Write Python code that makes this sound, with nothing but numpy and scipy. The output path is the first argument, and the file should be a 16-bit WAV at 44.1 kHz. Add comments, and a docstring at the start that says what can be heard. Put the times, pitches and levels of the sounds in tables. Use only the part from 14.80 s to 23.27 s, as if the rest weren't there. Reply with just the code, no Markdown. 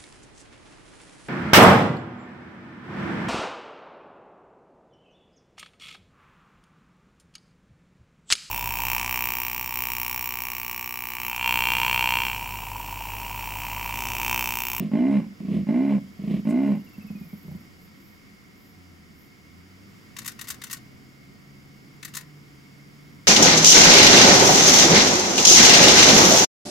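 """Leopard sawing at night

From beside a bush track, a stereo microphone hears three rasping grunts, each led by a rougher
in-stroke, then a few croaks: slack vocal folds flap into a throat whose resonances move with the jaw.
Insects, a small bird, a brush of grass and a far engine fill the night. Later the mirror and curtains
of a still camera next to the microphone clack through four pictures."""
import sys
import numpy as np
from scipy import signal
from scipy.fft import rfft, irfft, next_fast_len
from scipy.io import wavfile
from scipy.ndimage import uniform_filter1d, map_coordinates

SR = 44100
rng = np.random.default_rng(int(sys.argv[2]) if len(sys.argv) > 2 else 0)


def transcribe(signal):
    """Save signal, clipped to [-1, 1], as a 16-bit WAV file at the path in sys.argv[1]."""
    frames = np.atleast_2d(signal).T
    limited = np.clip(frames, -1, 1)
    pcm = np.round(limited * 32767).astype(np.int16)
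    wavfile.write(sys.argv[1], SR, pcm)


N = 373527
T = np.arange(N) / SR


def amp(db):
    """Decibels to gain."""
    return 10 ** (np.asarray(db) / 20)


def unit(x):
    """Scale to rms 1."""
    return x / np.sqrt(np.mean(x ** 2) + 1e-20)


def along(points, hz):
    """Read (Hz, value) points on a log frequency axis."""
    f, v = np.transpose(points)
    return np.interp(np.log(hz + 1), np.log(f + 1), v)


def curves(rows, t=T):
    """Each column after the time, read at the times t."""
    s, *columns = np.transpose(rows)
    return [np.interp(t, s, column) for column in columns]


def ramp(t, start, length):
    """Rises from 0 to 1 over length seconds after start."""
    return np.clip((t - start) / length, 0, 1)


def bump(t, centre, width):
    """A smooth swell of height 1."""
    return np.exp(-((t - centre) / width) ** 2)


def wobble(rate):
    """A smooth random curve, rate knots a second."""
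    return map_coordinates(rng.standard_normal(int(N * rate / SR) + 4), [T * rate])


def filtered(x, response):
    """Filter x by a function of frequency."""
    n = x.shape[-1]
    m = next_fast_len(n + 8192)
    return irfft(rfft(x, m) * response(np.fft.rfftfreq(m, 1 / SR)), m)[..., :n]


def peak(f, hz, width_hz):
    """A resonant band of height 1 around hz."""
    return 1 / (1 + (2 * (f - hz) / width_hz) ** 2)


def noise(spectrum, size=N):
    """Coloured noise of rms 1."""
    return unit(filtered(rng.standard_normal(size), lambda hz: amp(along(spectrum, hz))))


def add(track, s, sound):
    """Mix a sound into a track at time s."""
    first = round(s * SR)
    sound = sound[..., max(-first, 0):]
    part = track[..., max(first, 0):][..., :sound.shape[-1]]
    part += sound[..., :part.shape[-1]]


def ring(age, hz, width_hz, rise_s):
    """A resonance struck age seconds ago."""
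    return np.sin(2 * np.pi * hz * age) * np.exp(-np.pi * width_hz * age) * (1 - np.exp(-age / rise_s))


# The bank and shrubs around the microphone. Each row: frequency in Hz, seconds to die away by 60 dB.
BUSH_DECAY = [(200, 0.51), (2000, 0.2), (10000, 0.12)]

def placed(x, pan_db, wet_db):
    """A source with its scatter from the ground and shrubs; positive pan_db is to the left."""
    hz, t, spectra = signal.stft(rng.standard_normal((2, SR // 2)), SR, nperseg=256)
    decay = amp(-60 * t / along(BUSH_DECAY, hz)[:, None])
    tail = signal.istft(spectra * decay, SR, nperseg=256)[1]
    # long waves reach both sides of the microphone alike
    tail = tail + filtered(tail[::-1], lambda f: 1 / (1 + (f / 900) ** 2))
    echo = signal.fftconvolve(x[None], tail / np.linalg.norm(tail[0]), axes=1)[:, :N]
    return (x + amp(wet_db) * echo) * amp([[pan_db / 2], [-pan_db / 2]])


# The leopard's upper throat and mouth. 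Each row: resonance in Hz, width in Hz, relative level in dB.
MOUTH_MODES = [(367, 62, -35.5), (855, 99, -27), (1054, 65, -40.5), (1472, 22, -44), (2077, 64, -31),
               (2346, 170, -32), (2810, 260, -34), (4000, 80, -49)]

def stroke(shape, flaps, air, second_db, chest_hz, chest_db, mouth_db, colour, width_hz, rise_s,
           puff_s, rough):
    """One stroke of the saw: each flap of the folds rings the throat and lets out a puff of air."""
    # Each row of shape: seconds, voice in dB, first and second resonance in Hz, rasp in dB.
    # Each row of flaps: seconds, flap rate in Hz.
    start, end = flaps[0][0], flaps[-1][0]
    t = start + np.arange(int((end - start + .1) * SR)) / SR
    cycles = np.cumsum(curves(flaps, t)[0]) / SR
    beats = np.interp(np.arange(np.interp(end, t, cycles)), cycles, t)
    # slack folds flap unevenly (rough, 0-1) and rebound weakly between the main flaps
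    beat_size = amp(2 * rough * rng.standard_normal(len(beats)))
    size = np.r_[beat_size, rough * rng.random(len(beats) - 1)][:, None]
    rebounds = beats[:-1] + np.diff(beats) * rng.uniform(.35, .65, len(beats) - 1)
    when = np.r_[beats, rebounds][:, None]
    when += .0007 * rough * rng.standard_normal(when.shape)
    age = np.maximum(t - when, 0)
    voice_db, first_hz, second_hz, _ = curves(shape, when)
    throat = -ring(age, first_hz, width_hz, rise_s) - amp(chest_db) * ring(age, chest_hz, 27, .015)
    mouth = sum(amp(db + rng.normal(0, 1.26, when.shape)) * ring(age, hz, width, .0013)
                for hz, width, db in MOUTH_MODES)
    upper = amp(second_db) * ring(age, second_hz, 56, .0018) + amp(mouth_db) * mouth
    # an open jaw raises the first resonance and lets more of the upper ones out
    opening = (first_hz / 235) ** 2.7
    voice = np.sum(size * amp(voice_db) * (throat + opening * upper), axis=0)
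    # the puffs vary in strength and take on the colour of the mouth
    strength = np.sqrt(size) * amp(rng.normal(0, 2.4, when.shape))
    puffs = np.sum(strength * np.exp(-age / puff_s) * (1 - np.exp(-age / .0015)), axis=0)
    airflow = unit(puffs + .4 * np.clip((end - t) / .03, 0, 1))
    cavity = lambda f: 1 + colour * sum(peak(f, hz, width) for hz, width, _ in MOUTH_MODES)
    rasp = airflow * unit(filtered(noise(air, size=len(t)), cavity))
    rasp_db = curves(shape, t)[-1]
    track = np.zeros(N)
    add(track, start, voice + amp(rasp_db) * rasp)
    return track


# Breaths in. Each row: start in seconds, length in seconds, final flap rate in Hz, relative level in dB.
IN_STROKES = [(-.15, 0.24, 59.9, -1.5), (.604, 0.23, 52.04, .5), (1.392, .222, 43.03, -.5)]
# Air drawn in through the throat. Each row: frequency in Hz, spectrum level in dB.
INHALED_AIR = [(50, -9.5), (110, 25.5), (350, 27), (520, 14), (660, 8), (850, -4), (1130, 6.5),
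               (1400, -16.5), (1850, 2), (2800, 2.5), (4200, -10), (6000, -17), (10000, -20), (16000, -25)]

def in_strokes():
    """Slow, uneven flaps speed up in a nearly shut throat while the effort swells and fades."""
    start_hz, first_hz, second_hz, fade_s = 19.5, 199.3, 653, .086
    for start, length, end_hz, level_db in IN_STROKES:
        t = np.linspace(0, length, 100)
        crest = length - fade_s
        effort_db = level_db - 10 * (1 - ramp(t, 0, crest)) - 12.5 * ramp(t, crest, fade_s) ** 2
        shape = [(start + s, db - 8.7, first_hz, second_hz, 1.07 * db - 36.1)
                 for s, db in zip(t, effort_db)]
        flaps = [(start, start_hz), (start + length, end_hz)]
        yield stroke(shape, flaps, INHALED_AIR, second_db=-22.5, chest_hz=96, chest_db=-15.5,
                     mouth_db=-24, colour=.16, width_hz=36, rise_s=.004, puff_s=.018, rough=.5)


# Breaths out. 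Each row: start and length in seconds, seconds until the jaw starts to close,
# seconds until the push ends, relative level in dB.
OUT_STROKES = [(.115, .355, .172, 0.28, 0.5), (.868, 0.33, .195, .312, -0.26),
               (1.651, .345, 0.187, .29, -.3)]
# Air forced out through the throat. Each row: frequency in Hz, spectrum level in dB.
EXHALED_AIR = [(150, -18.5), (400, 13.5), (650, 10.5), (900, 4.5), (1100, 4.5), (1320, -6), (1650, 0),
               (2050, 1), (2800, -6.5), (3500, -11.5), (4300, -15.5), (6000, -23.5), (10000, -22),
               (16000, -43)]

def grunts():
    """A push of breath flaps the folds while the jaw opens from ajar, holds and shuts."""
    ajar, open_s, shut_s = .31, .092, .1
    start_hz, rise_hz_per_s, top_hz, slack_hz = 50.84, 112, 69.67, 43.1
    tire_db_per_s, release_db_per_s = 21.5, 241
    for start, length, jaw_s, push_s, level_db in OUT_STROKES:
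        t = np.linspace(0, length, 100)
        jaw = (ajar + (1 - ajar) * ramp(t, 0, open_s)) * (1 - ramp(t, jaw_s, shut_s))
        first_hz = np.interp(jaw, [0, 1], [200.7, 261.4])
        second_hz = np.interp(jaw, [0, 1], [552, 658])
        # the push comes in fast, tires, and dies away
        push_db = level_db - 10 * (1 - ramp(t, 0, .018)) - tire_db_per_s * t
        push_db -= release_db_per_s * np.maximum(t - push_s, 0)
        # a last squeeze as the jaw shuts makes the voice louder and hoarser
        squeeze = bump(t, jaw_s + .061, .045)
        voice_db = -4.6 + push_db + 2.5 * squeeze
        rasp_db = -43.5 + .57 * push_db + 5.5 * squeeze
        # the folds speed up to a top rate, then slacken as the push ends
        taut_hz = np.minimum(start_hz + rise_hz_per_s * t, top_hz)
        flap_hz = taut_hz + (slack_hz - taut_hz) * ramp(t, push_s - .025, .06)
        shape = np.transpose([start + t, voice_db, first_hz, second_hz, rasp_db])
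        flaps = np.transpose([start + t, flap_hz])
        yield stroke(shape, flaps, EXHALED_AIR, second_db=-20.3, chest_hz=217.4, chest_db=-15,
                     mouth_db=-1.3, colour=1.6, width_hz=41, rise_s=.0043, puff_s=.0048, rough=.1)


# The end of the call. Each row: start in seconds, relative level in dB, throat resonance in Hz.
LAST_FLAPS = [(2.181, -28, 208), (2.245, -32.5, 205), (2.303, -24.5, 202), (2.352, -27.5, 202),
              (2.411, -28, 194), (2.451, -35.5, 160), (2.531, -27, 199), (2.648, -34.5, 180),
              (2.68, -29, 159), (2.714, -28.5, 164), (2.75, -26.5, 183)]

def croaks(gain_db):
    """As the call runs out the folds give single dull flaps."""
    track, age = np.zeros(N), np.arange(SR // 8) / SR
    for s, db, hz in LAST_FLAPS:
        # slacker, lower flaps leak more air and shake the chest
        slack = (200 / hz) ** 4
        air = filtered(noise(EXHALED_AIR, size=len(age)), lambda f: 1 / (1 + (f / 1300) ** 4))
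        puff = amp(-36) * np.exp(-age / .018) * air
        chest = amp(-15) * ring(age, 92, width_hz=30, rise_s=.008)
        throat = ring(age, hz, width_hz=40, rise_s=.0048)
        add(track, s, amp(db + gain_db) * (slack * (puff - chest) - throat))
    return track


# The call arriving at the microphone. Each row: frequency in Hz, lead of the left side in radians.
LEFT_LEAD = [(0, 0), (260, -0.46), (1550, -0.022), (4050, 0.0), (4650, 0.6), (5940, -0.0), (16000, 0.0)]

def leopard():
    """A little to the right, in-strokes alternate with loud grunts; a few croaks end the call."""
    call = croaks(gain_db=8.7) + sum(grunts()) + sum(in_strokes())
    # a mouth is too small to radiate the deepest bass
    call = filtered(call, lambda hz: hz ** 3 / (hz ** 3 + 68 ** 3))
    pair = placed(call, pan_db=-1.8, wet_db=-17)
    return filtered(pair, lambda hz: np.exp(.5j * along(LEFT_LEAD, hz) * np.array([[1], [-1]])))


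# Sound from all around the microphone. Each row: frequency in Hz, left-right correlation.
LIKENESS = [(60, 0.29), (100, 0.065), (180, 0.63), (310, 0.49), (550, 0.098), (950, 0.065), (1650, -0.21),
            (2860, -0.0046), (4970, 0.64), (8640, 1), (15000, 0.58)]

def ambience(spectrum):
    """Stereo noise whose likeness between left and right depends on pitch."""
    turn = lambda hz: np.arccos(np.clip(along(LIKENESS, hz), -1, 1)) / 2
    mid = filtered(noise(spectrum), lambda hz: np.cos(turn(hz)))
    side = filtered(noise(spectrum), lambda hz: np.sin(turn(hz)))
    return np.array([mid + side, mid - side])


# The bush at night. Each row: time in seconds, relative levels of rumble and of hiss in dB.
NIGHT_LEVELS = [(2.85, -54, -59), (4.45, -56, -60.5), (5.65, -52.5, -57.5), (6.4, -53.5, -60),
                (8.47, -54, -58.5)]
# The colours of that rumble and hiss. Each row: frequency in Hz, spectrum level in dB.
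RUMBLE_SPECTRUM = [(12, -40), (20, -15), (48, -15), (75, -9), (108, -8), (140, -7), (211, -3), (240, -11.5),
                   (277, -7), (325, -11), (595, -23.5), (720, -24), (900, -33), (1170, -59), (1980, -120)]
HISS_SPECTRUM = [(500, -32), (950, 1), (1250, 3), (1750, 0.5), (2170, 6.5), (2450, -2.5), (3000, -1.5),
                 (4100, -8.5), (5100, -1), (6200, -10), (7000, -7.5), (8300, -16.5), (13000, -14),
                 (16000, -15.5)]

def night():
    """Low rumble under a hiss with broad bands of distant insects."""
    rumble_db, hiss_db = curves(NIGHT_LEVELS)
    rumble = amp(rumble_db + 2.5 + .54 * wobble(9)) * ambience(RUMBLE_SPECTRUM)
    hiss = amp(hiss_db + 2 + .19 * wobble(5)) * ambience(HISS_SPECTRUM)
    return rumble + hiss


# Night callers far out in the bush. Each row: pitch in Hz, width in Hz, level in dB.
CALLER_BANDS = [(733, 44, -73), (1343, 29, -76.5), (1884, 50, -73.5), (2165, 103, -65.5), (4740, 500, -73),
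                (7400, 320, -91)]

def chorus():
    """Many far callers merge into narrow bands that waver, one mix on each side."""
    band = lambda hz, width: unit(filtered(rng.standard_normal((2, N)), lambda f: peak(f, hz, width)))
    return sum(amp(db + 1.1 * wobble(3.14)) * band(hz, width) for hz, width, db in CALLER_BANDS)


def bird_whistle(start, length, high_hz, low_hz, glide_s, level_db):
    """A small bird's one whistle glides down and levels off."""
    hz = low_hz + (high_hz - low_hz) * np.exp(-np.maximum(T - start, 0) / glide_s)
    envelope = amp(level_db) * np.sin(np.pi * ramp(T, start, length))
    return envelope * np.sin(2 * np.pi * np.cumsum(hz) / SR)


def bird_trill(start, length, high_hz, low_hz, notes_per_s, loudest_s):
    """The bird's run of short scooped notes falls ever faster in pitch and swells near its end."""
    progress = ramp(T, start, length)
    hz = high_hz + (low_hz - high_hz) * progress ** 1.5
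    db = -64 + 10 * bump(T, loudest_s, .22) + 1.2 * wobble(8.8)
    beat = np.cos(2 * np.pi * notes_per_s * (T - 2.291))
    scoop = .985 + .06 * np.sqrt(1 - beat) + .011 * wobble(150)
    notes = np.maximum(beat, 0) * (progress > 0) * (progress < 1)
    return amp(db) * notes * np.sin(2 * np.pi * np.cumsum(hz * scoop) / SR)


# The rasp of a bush cricket's wings. Each row: frequency in Hz, spectrum level in dB.
WING_SPECTRUM = [(7000, -45.5), (10300, -15.5), (11800, -7.5), (12800, -3), (13900, -6.5), (15200, -14.5)]
# Puffs of high buzzing. Each row: midpoint in seconds, length in seconds, level in dB.
WING_BUZZES = [(2.522, 0.32, -63), (3.038, 0.091, -63), (3.274, 0.21, -65), (3.845, .17, -64.5),
               (4.42, 0.14, -64.5)]

def crickets(tick_hz, swell_db_per_s, peak_s, stop_s):
    """Bush crickets rasp their wings: a ticking song swells, holds and gives way to short buzzes."""
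    ticks = (.5 + .5 * np.cos(2 * np.pi * tick_hz * (T - 2.005))) ** 2
    song_db = -65 - swell_db_per_s * np.maximum(peak_s - T, 0)
    song = amp(song_db) * (1 - ramp(T, stop_s, .11)) * unit(ticks + .3)
    buzz = sum(amp(db) * bump(T, s, length / 2) for s, length, db in WING_BUZZES)
    return np.hypot(song, buzz) * ambience(WING_SPECTRUM)


def rustle(s, length, level_db):
    """A brief brush through dry grass."""
    blades = ambience([(2000, -20), (4500, -5), (8500, 3.5), (11000, -5), (15000, -8.5)])
    return amp(level_db + 2.2 * wobble(150)) * bump(T, s, length / 2) * blades


# An engine a long way off. Each row: time in seconds, firing rate in Hz, relative level in dB.
ENGINE_RUN = [(2.8, 91, -58), (3.8, 93, -60), (4.05, 89.4, -47.5), (4.2, 82, -49.5), (4.55, 71, -60),
              (4.8, 87.4, -46), (5.1, 101, -54), (5.7, 123, -51.5), (6.7, 140, -49.5), (7.05, 136, -49.5),
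              (7.5, 148.5, -45.5), (7.8, 137.3, -50), (8.2, 145, -45.5), (8.47, 142, -50.5)]
# Its exhaust as heard from the track. Each row: frequency in Hz, gain in dB.
EXHAUST_COLOUR = [(70, -2), (145, -0.5), (185, -0.5), (230, 2.5), (280, -5.5), (330, -14), (450, -12)]

def vehicle():
    """A far engine eases off and picks up speed; only its lowest three orders carry."""
    hz, db = curves(ENGINE_RUN)
    phase = 2 * np.pi * np.cumsum(hz * (1 + .0049 * wobble(18))) / SR
    hum = sum(amp(along(EXHAUST_COLOUR, k * hz) + 1.05 * wobble(7)) * np.sin(k * phase) / k ** 1.03
              for k in (1, 2, 3))
    return amp(db - 2) * hum


# Pictures taken next to the microphone. Each row: mirror up in seconds, mirror down in seconds.
EXPOSURES = [(5.366, 5.4463), (5.5912, 5.6715), (5.817, 5.8981), (7.2283, 7.3376)]
# Contacts of mirror and curtain. Each row: delay in seconds, relative level in dB, brightness in dB.
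UP_CONTACTS = [(0, -26, -28.5), (.0207, -21, -10), (.0505, -33.5, -20), (.06, -39, -18.5)]
DOWN_CONTACTS = [(0, -28.5, -19.5), (.011, -25, -13), (.015, -23.5, -2), (.0305, -18, -4.5),
                 (.034, -23.5, -7), (.046, -30, -15), (.071, -34, -16)]
# The camera's body. Each row: frequency in Hz, gain in dB.
BODY_COLOUR = [(410, -45), (700, -25), (1010, -3.5), (1510, -2), (1680, -13), (1890, 3), (2450, -8.5),
               (2680, -0.5), (3390, -5), (3670, 0.5), (5020, -0.5), (7040, 1.5), (8340, -1), (13700, -3.5),
               (15800, -7.5)]
# Its ringing parts. Each row: resonance in Hz, width in Hz, gain in dB.
PART_MODES = [(1866, 260, 3), (3610, 130, -2.5), (4270, 71, -0.5), (6000, 120, -3.5), (7200, 100, -8),
              (7020, 130, -1), (8250, 230, -21), (9800, 180, -1), (11500, 75, 3.5), (12500, 320, -4)]
# Its place, close on the left. Each row: frequency in Hz, left minus right in dB.
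CAMERA_BALANCE = [(1000, 6.5), (2000, 8), (4000, 5), (8000, 2), (13000, 4.5)]

def shutter(gain_db, t60, rise_s, grit):
    """Mirror up, curtains, mirror down: every contact is a tiny rattle in the camera's body."""
    track, age = np.zeros((2, N)), np.arange(SR // 10) / SR
    envelope = amp(-60 * age / t60) * (1 - np.exp(-age / rise_s)) ** 2
    contacts = [(s + delay, db, bright_db) for up, down in EXPOSURES
                for s, movement in ((up, UP_CONTACTS), (down, DOWN_CONTACTS))
                for delay, db, bright_db in movement]
    for s, db, bright_db in contacts:
        rattle = rng.standard_normal((2, len(age)))
        rattle *= np.exp(grit * uniform_filter1d(rng.standard_normal(len(age)), size=24))
        tilt = lambda hz: amp((bright_db + 8.5) * along([(3000, -.25), (11000, .29)], hz))
        add(track, s - rise_s / 2, amp(db + gain_db) * filtered(rattle * envelope, tilt))
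    direct, side = filtered(track, lambda hz: amp(along(BODY_COLOUR, hz)))
    parts = lambda f: sum(amp(db) * 1j * f * width / (hz * hz - f * f + 1j * f * width)
                          for hz, width, db in PART_MODES)
    ringing = filtered(track[1], parts)
    pair = placed(direct + ringing, pan_db=0, wet_db=-7.5) + amp(-8) * np.array([side, -side])
    return filtered(pair, lambda hz: amp(along(CAMERA_BALANCE, hz) * np.array([[.5], [-.5]])))


def scene():
    """Everything heard from one spot beside the track."""
    camera = shutter(gain_db=2.8, t60=.033, rise_s=.003, grit=.65)
    background = vehicle() + night() + chorus()
    background += crickets(tick_hz=22.4, swell_db_per_s=11, peak_s=2.1, stop_s=2.8)
    background *= amp([[-.45], [.45]])  # leans slightly right
    call = leopard()
    whistle = bird_whistle(start=.145, length=.08, high_hz=3650, low_hz=2830, glide_s=.03, level_db=-56)
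    trill = bird_trill(start=1.15, length=1.45, high_hz=3270, low_hz=2225,
                       notes_per_s=13.9, loudest_s=2.27)
    bird = placed(whistle + trill, pan_db=-.5, wet_db=-4.5)
    grass = rustle(1.705, length=.05, level_db=-55.5)
    return call + background + bird + grass + camera


def record(dry):
    """The recorder keeps nothing above its band limit."""
    return filtered(dry, lambda hz: hz < 15850)


dry = scene()
out = record(dry)
transcribe(out)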